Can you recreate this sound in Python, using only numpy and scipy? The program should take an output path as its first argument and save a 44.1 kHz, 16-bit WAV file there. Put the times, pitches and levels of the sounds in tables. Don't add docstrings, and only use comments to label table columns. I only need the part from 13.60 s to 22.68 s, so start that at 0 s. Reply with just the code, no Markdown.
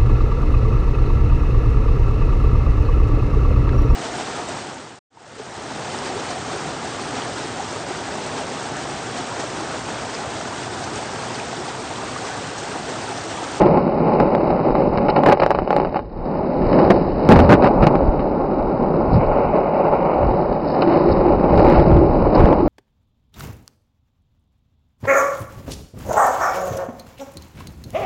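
import sys
import numpy as np
from scipy import signal
from scipy.fft import rfft, irfft
from scipy.io import wavfile
from scipy.ndimage import uniform_filter1d, map_coordinates

SR = 44100
rng = np.random.default_rng(int(sys.argv[2]) if len(sys.argv) > 2 else 0)


def file_out(sig):
    cols = np.atleast_2d(sig).T
    lim = np.clip(cols, -1, 1)
    pcm = np.round(lim * 32767).astype(np.int16)
    wavfile.write(sys.argv[1], SR, pcm)


N = 400428
TIME_S = np.arange(N) / SR
FFT_SIZE = 2 ** 19
FREQ_HZ = np.maximum(np.arange(FFT_SIZE // 2 + 1) * SR / FFT_SIZE, 1)

# t/s, hold/s, relative chatter/dB, deck boom/dB
JOLTS = [(1.375, 0.0036, -11, -17), (1.483, 0.0043, -7, -20), (1.561, 0.0018, -4.5, -25),
         (1.659, 0.069, -8, -19), (1.818, 0.022, -10.5, -23.5), (1.944, 0.0044, -13, -24),
         (2.357, 0.0083, -14, -21.5), (3.129, 0.0035, -12, -17.5), (3.185, 0.0037, -8.5, -16),
         (3.303, 0.0061, -4.5, -6), (3.69, 0.041, -5, -2), (3.758, 0.0084, -5, -5.5),
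         (3.79, 0.0083, -5, -7), (3.892, 0.052, -5, -5), (4.023, 0.049, -9, -12.5),
         (4.223, 0.02, -10.5, -9), (4.268, 0.0033, -7.5, -6.5), (4.593, 0.0037, -16, -24),
         (7.221, .003, -10, -26.5), (7.274, 0.099, -17.5, -23.5), (7.976, .01, -12.5, -14.5),
         (8.06, .12, -16, -20), (8.745, .14, -19, -21.5)]


def undb(db):
    return 10 ** (np.asarray(db) / 20)


def unit_rms(x):
    return x / np.sqrt(np.mean(x ** 2))


def spectrum_db(points):
    hz, db = np.transpose(points)
    return np.interp(np.log(FREQ_HZ), np.log(hz), db)


def colour(x, gain_db):
    cepstrum = irfft(np.log(undb(gain_db)))
    cepstrum[1:FFT_SIZE // 2] *= 2
    cepstrum[FFT_SIZE // 2 + 1:] = 0
    return irfft(rfft(x, FFT_SIZE) * np.exp(rfft(cepstrum)))[:N]


def band(x, lo_hz, hi_hz, order=4):
    gain = 1 / (1 + (lo_hz / FREQ_HZ) ** (2 * order)) / (1 + (FREQ_HZ / hi_hz) ** (2 * order))
    return irfft(rfft(x, FFT_SIZE) * gain)[:N]


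def wander(rate_hz):
    steps = rng.standard_normal(4096)
    return map_coordinates(steps, [TIME_S * rate_hz], order=2, mode="wrap")


def grains(rate_hz, spread_db):
    sizes = undb(spread_db * np.minimum(rng.exponential(size=N), 5.5))
    clicks = (rng.random(N) < rate_hz / SR) * sizes * rng.choice([-1, 1], N)
    return clicks / np.sqrt(uniform_filter1d(clicks ** 2, size=6000) + 1e-9)


def swell(crest_s, db, sigma_s):
    return undb(db) * np.exp(-0.5 * np.minimum(((TIME_S - crest_s) / sigma_s) ** 2, 100))


def fades(events, decay_s):
    envelope = np.zeros(N)
    for t_s, hold_s, db in events:
        start = int(t_s * SR)
        age_s = TIME_S[:min(SR // 4, N - start)]
        span = slice(start, start + len(age_s))
        fade = undb(db) * np.exp(-np.maximum(age_s - hold_s, 0) / decay_s)
        envelope[span] = np.maximum(envelope[span], fade)
    return envelope


def wind(breeze_db=-36, gust_rise_s=0.34, flutter_db=4.5):
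    # start/s, end/s, level/dB
    gusts = [(3.047, 4.7, -29), (5.303, 5.78, -28.5), (7.45, 9.4, -25)]
    # f/Hz, level/dB
    wind_tone = [(10, -15), (28, 3.5), (70, -3.5), (130, -7), (250, -20.5), (800, -40), (3000, -59)]
    # crest/s, level/dB, sigma/s, nominal f/Hz
    buffets = [(3.805, -13.5, 0.07, 83.5), (4.211, -13.5, 0.021, 57.3), (4.492, -8.5, 0.0073, 52.2),
               (5.56, -10, 0.03, 96), (6.67, -16.5, 0.045, 60), (7.516, -17.5, 0.015, 69),
               (7.971, -15, 0.055, 61.6), (8.192, -11, 0.019, 56), (8.357, -9.5, 0.043, 87.1),
               (8.849, 0, 0.0059, 44.46)]
    gusting = sum(undb(db) * ((TIME_S > start_s) & (TIME_S < end_s)) for start_s, end_s, db in gusts)
    flow = undb(breeze_db) + uniform_filter1d(gusting, int(gust_rise_s * SR))
    stream = unit_rms(colour(rng.standard_normal(N), spectrum_db(wind_tone))) * flow
    stream *= undb(flutter_db * wander(rate_hz=15))
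    warped_s = np.cumsum(np.exp(0.53 * wander(rate_hz=130))) / SR
    eddies = sum(swell(crest_s, db, sigma_s) * np.sin(2 * np.pi * hz * warped_s)
                 for crest_s, db, sigma_s, hz in buffets)
    return stream + eddies * np.sqrt(2)


def scuffs():
    # crest/s, level/dB, sigma/s
    slips = [(5.544, -44, 0.023), (7.104, -44.5, .03), (7.523, -36.5, 0.0067), (8.757, -32, 0.006)]
    rasp = unit_rms(band(grains(rate_hz=9200, spread_db=5.5), 3700, 6000))
    return rasp * sum(swell(*slip) for slip in slips)


def clinks():
    # t/s, level/dB
    touches = [(1.499, -19.5), (1.799, -19.5), (4.267, -21.5), (7.22, -19.5)]
    # f/Hz, width/Hz, gain/dB
    truck_modes = [(2720, 550, -1.5), (3960, 300, -9)]
    buzz = rng.standard_normal(N) * fades([(t_s, 0, db) for t_s, db in touches], decay_s=0.0039)
    ringing = np.zeros(N)
    for hz, width_hz, db in truck_modes:
        resonance = signal.iirpeak(hz, hz / width_hz, fs=SR)
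        makeup_gain = np.sqrt(SR / np.pi / width_hz)
        ringing += undb(db) * makeup_gain * signal.lfilter(*resonance, buzz)
    return ringing


def drone(centre_hz=352, width_hz=45):
    # crest/s, level/dB, sigma/s
    ribbed_patches = [(7.37, -16, 0.16), (7.673, -20.5, 0.043), (8.12, -18.5, 0.16), (8.392, -13.5, 0.066),
                      (9.062, -15, 0.034)]
    resonance = signal.iirpeak(centre_hz, centre_hz / width_hz, fs=SR)
    force = band(grains(rate_hz=620, spread_db=1.5), 180, 390)
    hum = unit_rms(signal.lfilter(*resonance, force))
    return hum * sum(swell(*patch) for patch in ribbed_patches)


def deck_boom():
    flex = fades([(t_s, hold_s, db) for t_s, hold_s, _, db in JOLTS], decay_s=0.011)
    return unit_rms(band(rng.standard_normal(N), 120, 340, order=2)) * flex


def board_lift_db():
    # f/Hz, width/Hz, lift/dB
    board_modes = [(162.8, 130, 0), (373.5, 85, 5.5), (430, 27, 2), (575.5, 104, 6.5), (757, 42, 5),
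                   (841.6, 63, 6.5), (1075, 31, 3), (1426, 470, 3.5), (2210, 380, 2.5), (2700, 790, 3)]
    return sum(db / (1 + (2 * (FREQ_HZ - hz) / width_hz) ** 2) for hz, width_hz, db in board_modes)


def knocks(lift_db, contact_hz=1900, gain_db=2.0):
    # t/s, relative level/dB
    blows = [(0.6, -0.5), (0.749, -6.5), (0.904, -8), (1.152, -6), (1.635, -3), (1.662, 2.5), (1.686, 0.5),
             (1.723, 3), (1.772, -12), (1.798, -4.5), (1.834, -1), (1.862, -2.5), (1.905, -0.5),
             (1.914, -3.5), (1.948, -4), (1.987, -4.5), (2.03, -21.5), (2.075, -9.5), (2.105, -2.5),
             (2.128, -5), (2.164, -2.5), (2.199, -5.5), (2.248, -9), (2.344, -9.5), (2.391, -12),
             (3.303, -3), (3.72, 6.5), (3.79, -0.5), (3.921, 2), (4.072, -3.5), (4.269, 3.5), (4.353, -7.5)]
    # f/Hz, level/dB
    knock_tone = [(60, -32), (200, -15.5), (450, 0), (760, 1), (1150, -4), (1550, -12.5), (2900, -22),
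                  (4200, -26.5), (5500, -31.5)]
    impulses = np.zeros(N)
    for t_s, db in blows:
        impulses[int(t_s * SR) + SR // 1000] += undb(db)
    push = band(impulses, 20, contact_hz, order=2)
    jangle = band(rng.standard_normal(N), contact_hz, 9000, order=2)
    jangle *= fades([(t_s, 0, db) for t_s, db in blows], decay_s=0.0025)
    after_blows = [(t_s, 0, db - 10.5) for t_s, db in blows]
    in_jolts = [(t_s, hold_s, db) for t_s, hold_s, db, _ in JOLTS]
    chatter = fades(after_blows + in_jolts, decay_s=0.011) * grains(rate_hz=1800, spread_db=3.0)
    force = push + undb(-19.5) * jangle + undb(-20.0) * chatter
    body_db = spectrum_db(knock_tone) + 1.25 * lift_db
    unit_clack = colour(np.ones(1), body_db)
    return colour(force, body_db) * undb(gain_db) / np.abs(unit_clack).max()


def paving(blend_s=0.16):
    # rumble/dB, whirr/dB, hiss/dB
    stretches = [(0, 3.5, -20, -45.5, -46.5), (1.76, 4.5, -20.5, -44.5, -46),
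                 (2.42, 0.1, -20.5, -48.5, -47), (2.981, 1, -18.5, -48, -42),
                 (3.9, 1.5, -20.5, -50.5, -49.5), (5.52, 2, -26, -46, -51.5), (6.65, 1.5, -23, -49.5, -47),
                 (7.06, 2.5, -23, -50, -42.5), (7.58, 2.5, -20.5, -47.5, -47.5),
                 (7.95, 2.5, -22, -48, -41.5), (8.261, 2.5, -19.5, -48, -46.5)]
    start_s, *columns = np.transpose(stretches)
    stretch = np.searchsorted(start_s[1:], TIME_S)
    return [uniform_filter1d(column[stretch], int(blend_s * SR)) for column in columns]


def rolling(lift_db, cruise_db=-20, rumble_db_per_db=0.87, hiss_db_per_db=0.65):
    # t/s, level/dB
    drumming = [(0, -12), (0.1, -16), (0.33, -19.5), (0.57, -17.5), (1.25, -22), (1.68, -18.5), (1.88, -28),
                (2.06, -30.5), (2.14, -19.5), (2.48, -40.5), (2.71, -23.5), (3.02, -22.5), (3.21, -14),
                (3.53, -26), (3.75, -14.5), (4.2, -17.5), (4.62, -22), (5.45, -20.5), (5.7, -17),
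                (6.55, -17), (7.0, -21.5), (7.35, -16.5), (7.8, -18), (8.08, -13.5), (8.5, -20),
                (8.88, -14.5), (9.08, -23)]
    # f/Hz, level/dB
    roll_tone = [(30, -22.5), (100, -11.5), (160, 3), (300, 0.5), (500, -1), (700, -8), (950, -10),
                 (1200, -16.5), (1400, -18), (1700, -23.5), (2200, -24), (3000, -33), (4000, -34.5),
                 (5300, -29.5)]
    # f/Hz, level/dB
    grit_tone = [(900, 5), (1750, 13), (2300, 0.5), (3000, 3), (5300, 3.5)]
    level_db = np.interp(TIME_S, *np.transpose(drumming))
    drive_db = level_db - cruise_db
    spread_db, rumble_db, whirr_db, hiss_db = paving()
    load = undb(0.53 * spread_db * wander(rate_hz=39))
    stones = grains(rate_hz=4500, spread_db=spread_db) * load
    board = colour(stones, spectrum_db(roll_tone) + lift_db)
    rumble = unit_rms(band(board, 20, 394.5)) * undb(rumble_db + rumble_db_per_db * drive_db)
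    roar = unit_rms(band(board, 482.5, 1408)) * undb(level_db)
    whirr = unit_rms(band(board, 2000, 3200, order=6)) * undb(whirr_db + drive_db)
    grit = grains(rate_hz=8800, spread_db=5.5) * np.sqrt(load)
    crunch = colour(0.5 * stones + grit, spectrum_db(grit_tone))
    hiss = unit_rms(band(crunch, 850, 5600, order=6)) * undb(hiss_db + hiss_db_per_db * drive_db)
    return rumble + roar + whirr + hiss


def scene():
    lift_db = board_lift_db()
    mix = rolling(lift_db) + drone() + knocks(lift_db) + deck_boom() + scuffs() + wind() + clinks()
    return mix[None]


def record(dry, ceiling=0.77, top_hz=15900):
    # f/Hz, gain/dB
    microphone = [(3020, 0), (3240, -27), (3520, -30), (3740, 0), (5250, 0), (5520, -36), (6500, -62)]
    heard = colour(dry[0], spectrum_db(microphone))
    clipped = heard / (1 + (heard / ceiling) ** 20) ** (1 / 20)
    low_pass = signal.ellip(8, 0.2, 70, top_hz, fs=SR, output="sos")
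    return signal.sosfilt(low_pass, clipped)[None]


dry = scene()
out = record(dry)
file_out(out)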